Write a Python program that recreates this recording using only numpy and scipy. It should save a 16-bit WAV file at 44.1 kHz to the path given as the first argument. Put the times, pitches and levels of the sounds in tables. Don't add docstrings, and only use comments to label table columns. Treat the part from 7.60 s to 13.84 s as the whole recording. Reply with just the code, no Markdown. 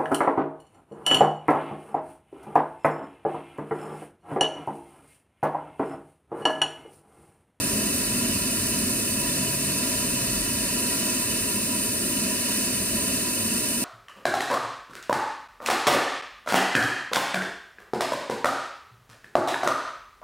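import sys
import numpy as np
from scipy import signal
from scipy.fft import rfft, irfft
from scipy.io import wavfile
from scipy.ndimage import uniform_filter1d

SR = 44100
rng = np.random.default_rng(int(sys.argv[2]) if len(sys.argv) > 2 else 0)


def bounce(signal):
    frames = np.transpose(np.atleast_2d(signal))
    limited = np.clip(frames, -1, 1)
    pcm = np.round(limited * 32767).astype(np.int16)
    wavfile.write(sys.argv[1], SR, pcm)


N = 275184
HZ = np.arange(N // 2 + 1) * SR / N

# f/Hz, level/dB per Hz
STREET_COLOUR = [(15, -47), (25, -30), (40, -2.5), (65, -5), (100, 2.5), (140, 1.5), (160, -3), (175, -10),
                 (230, -50)]
# f/Hz, level/dB per Hz
HOSE_COLOUR = [(60, -58), (150, -28), (174, -14), (186, -2.5), (220, -1), (243, 2), (270, -1.5), (300, -7),
               (345, -7.5), (420, -10), (480, -18), (620, -17.5), (720, -26), (900, -88), (1500, -75)]
# f/Hz, level/dB relative to the shared part
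BASS_SIDE = [(30, -29), (100, -17.5), (250, -20), (500, -10.5), (900, 3)]
# f/Hz, level/dB per Hz
TYRE_COLOUR = [(300, -14), (600, -4), (900, -5), (1300, -3), (2500, -24), (6000, -50)]
# f/Hz, relative level/dB per Hz
HOLLOW_SCATTER = [(450, -32), (600, -20.5), (820, -23.5), (1050, -21), (1500, -21.5), (2300, -15.5),
                  (2680, -14), (2810, -24), (2960, -14), (3130, -26), (3380, -25), (3550, -18),
                  (4200, -14.8), (5400, -12.9), (6100, -15), (7000, -13), (8000, -15), (9000, -26),
                  (11000, -45)]
# f/Hz, full width at half
# amplitude/Hz, relative level/dB, left minus right/dB, phase lead of right/rad
HOLLOW_MODES = [(570, 40, -4, 4.5, -.8), (642, 80, -4.5, -.4, .1), (843, 241, -19.5, 1.3, -3),
                (980, 38, -3, -6.7, -.2), (1006, 36, -7, -6, -.2), (1157, 213, -15.9, 0, -.3),
                (1288, 60, -13, 9.4, -2.2), (1388, 65, -5.2, -2.7, 2), (1541, 47, -17.2, 12, .3),
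                (1637, 106, -12.6, 1.8, -.1), (1744, 150, -7.6, -1.8, -1.4), (1905, 120, -7.6, .6, -.6),
                (2086, 74, -11.9, 1.9, -3.1), (2190, 60, -13, -1.5, -.2), (2317, 72, -13.3, 5.3, -2.6),
                (2461, 215, -11.3, .8, -1.6), (2590, 150, -4.2, 1.9, 0), (2695, 110, -5, -2.5, -.5),
                (2942, 95, -4.8, -2.6, -1.5), (3035, 75, -8, .9, -.9), (3319, 249, -15, -.8, -3.1),
                (3583, 140, -8.8, -1.7, -2.4), (3698, 178, -11.3, 2.1, -2.2), (4110, 380, -10, -3.4, -1.8),
                (4570, 300, -8.5, -7.2, -2), (4823, 76, -12.1, -2.7, 3.1), (5100, 260, -9.2, -4.7, -2.1),
                (5672, 420, -8.3, -4.5, -2.7), (6400, 400, -10.5, -3.8, -1.8), (6800, 450, -9, -.5, -2.9),
                (7090, 120, -5, -.6, -2.7)]
# f/Hz, level/dB per Hz
JET_COLOUR = [(4000, -32), (6200, -18), (7100, -6), (8000, -2.5), (9000, -.1), (10000, -1.3), (11000, -4.2),
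              (11700, -4.4), (12500, -5.2), (12900, -9), (13600, -8.8), (14500, -9.7), (16000, -10)]
# delay/ms, gain/ratio
METAL_ECHOES = [(0.363, -0.066), (1.2, 0.064), (1.824, 0.25), (2.5, -0.028), (3.3, 0.13), (5.023, 0.044)]
# loudest from t/s, f/Hz at that moment, level/dB before waver, swell/s, hold/s, fade/s
STREET_DRONES = [(.7, 97.5, -48, .4, 0.52, 0.32), (1.785, 140.5, -40.5, 0.26, 0.22, 0.54),
                 (2.62, 122.5, -39, .15, .05, .15), (2.8, 44.4, -39, .12, .01, 0.19)]

STREET_DB, STREET_FADE_DB_PER_S = -38.5, 0.83
HOSE_DB, HOSE_SURGE_DB, HOSE_SETTLE_S = -32, 3, 0.54
TYRES_DB, TYRES_FADE_DB_PER_S = -45.5, 10
HOLLOW_DB, JET_DB = -30.5, -27.5
NULL_HZ, NULL_WIDTH_HZ, NULL_DEPTH = 2818, 75, .78
JET_LAG_MS = .2165
JET_SCATTER_DB = -32
JET_TIE = .65
DRONE_SAG_PER_S = 0.0296
DRONE_RANGE_DB = 10
TOP_HZ = 15720


def undb(db):
    return 10 ** (np.asarray(db) / 20)


def shape(points):
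    hz, db = np.transpose(points)
    return undb(np.interp(np.log(HZ + 1), np.log(hz), db))


def white():
    return rng.standard_normal(len(HZ)) + 1j * rng.standard_normal(len(HZ))


def sound(spectra):
    waves = irfft(np.array(spectra), N)
    return waves / np.sqrt(np.mean(waves ** 2))


def walk(rate):
    hold = int(SR / rate)
    steps = rng.standard_normal(N)[np.arange(N) // hold]
    smooth = uniform_filter1d(uniform_filter1d(steps, hold), hold)
    return smooth * 4 / 3


def bass(colour, lumpy_db, lumps_per_s):
    shared = shape(colour) * white()
    unshared = shape(colour) * shape(BASS_SIDE) * white()
    ports = sound([shared + unshared, shared - unshared])
    return ports * undb(lumpy_db * walk(lumps_per_s))


def street_rumble(t):
    level_db = STREET_DB - STREET_FADE_DB_PER_S * t
    return undb(level_db) * bass(STREET_COLOUR, lumpy_db=1.06, lumps_per_s=5)


def hose_roar(t):
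    level_db = HOSE_DB + HOSE_SURGE_DB * np.exp(-t / HOSE_SETTLE_S)
    return undb(level_db) * bass(HOSE_COLOUR, lumpy_db=0.64, lumps_per_s=8)


def car_tyres(t):
    level_db = TYRES_DB - TYRES_FADE_DB_PER_S * t
    return undb(level_db) * sound([shape(TYRE_COLOUR) * white() for _ in range(2)])


def workshop(wet_db, decay_ms=5.0):
    ms = np.arange(4096) * 1000 / SR
    tail = rng.standard_normal(4096) * np.exp(-ms / decay_ms) * (ms > 4)
    tail = tail / np.sqrt(np.sum(tail ** 2))
    return 1 + undb(wet_db) * rfft(tail, N)


def hollow(flutter_db=0.55, swell_db=0.2):
    left, right = shape(HOLLOW_SCATTER) * white(), shape(HOLLOW_SCATTER) * white()
    for hz, width, db, pan_db, lead in HOLLOW_MODES:
        skirt = 1 + (2 * (HZ - hz) / width) ** 2
        ring = undb(db) * white() / skirt
        left = left + ring * undb(pan_db / 2)
        right = right + ring * undb(-pan_db / 2) * np.exp(1j * lead)
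    null = 1 - NULL_DEPTH / (1 + (2 * (HZ - NULL_HZ) / NULL_WIDTH_HZ) ** 2)
    treble = HZ ** 2 / (HZ ** 2 + 2000.0 ** 2)
    colour = null * (1 + treble * (workshop(wet_db=-9.0) - 1))
    level_db = flutter_db * walk(7) + swell_db * walk(3.5)
    return sound([colour * left, colour * right]) * undb(level_db)


def jet(flutter_db=0.14, spit_db=0.63):
    echoes = [gain * np.exp(-2j * np.pi * HZ * ms / 1000) for ms, gain in METAL_ECHOES]
    colour = shape(JET_COLOUR) * (1 + sum(echoes)) * workshop(wet_db=-12)
    direct = white()
    loose = JET_TIE * direct + np.sqrt(1 - JET_TIE ** 2) * white()
    turn = np.pi * HZ * JET_LAG_MS / 1000
    in_step = np.cos(turn) * direct
    out_of_step = -1j * np.sin(turn) * loose
    arrivals = (in_step + out_of_step, in_step - out_of_step)
    ports = [colour * (x + undb(JET_SCATTER_DB) * white()) for x in arrivals]
    level_db = flutter_db * walk(3.7) + spit_db * walk(130)
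    return sound(ports) * undb(level_db)


def drones(t, waver_db=2.5):
    tones = 0
    for peak_s, hz, db, swell, hold, fade in STREET_DRONES:
        before = (peak_s - t) / swell
        after = (t - peak_s - hold) / fade
        away = np.maximum(np.maximum(before, after), 0)
        level_db = db - DRONE_RANGE_DB * away + waver_db * walk(8.77)
        pitch = hz * (1 - DRONE_SAG_PER_S * (t - peak_s))
        tone = np.sin(2 * np.pi * np.cumsum(pitch) / SR)
        tones = tones + np.sqrt(2) * undb(level_db) * tone
    return tones


def scene():
    t = np.arange(N) / SR
    low = street_rumble(t) + hose_roar(t)
    near = undb(HOLLOW_DB) * hollow() + undb(JET_DB) * jet()
    return low + car_tyres(t) + near + drones(t)


def record(dry):
    low_pass = signal.ellip(14, .2, 80, TOP_HZ, fs=SR, output="sos")
    return signal.sosfilt(low_pass, dry)


dry = scene()
out = record(dry)
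bounce(out)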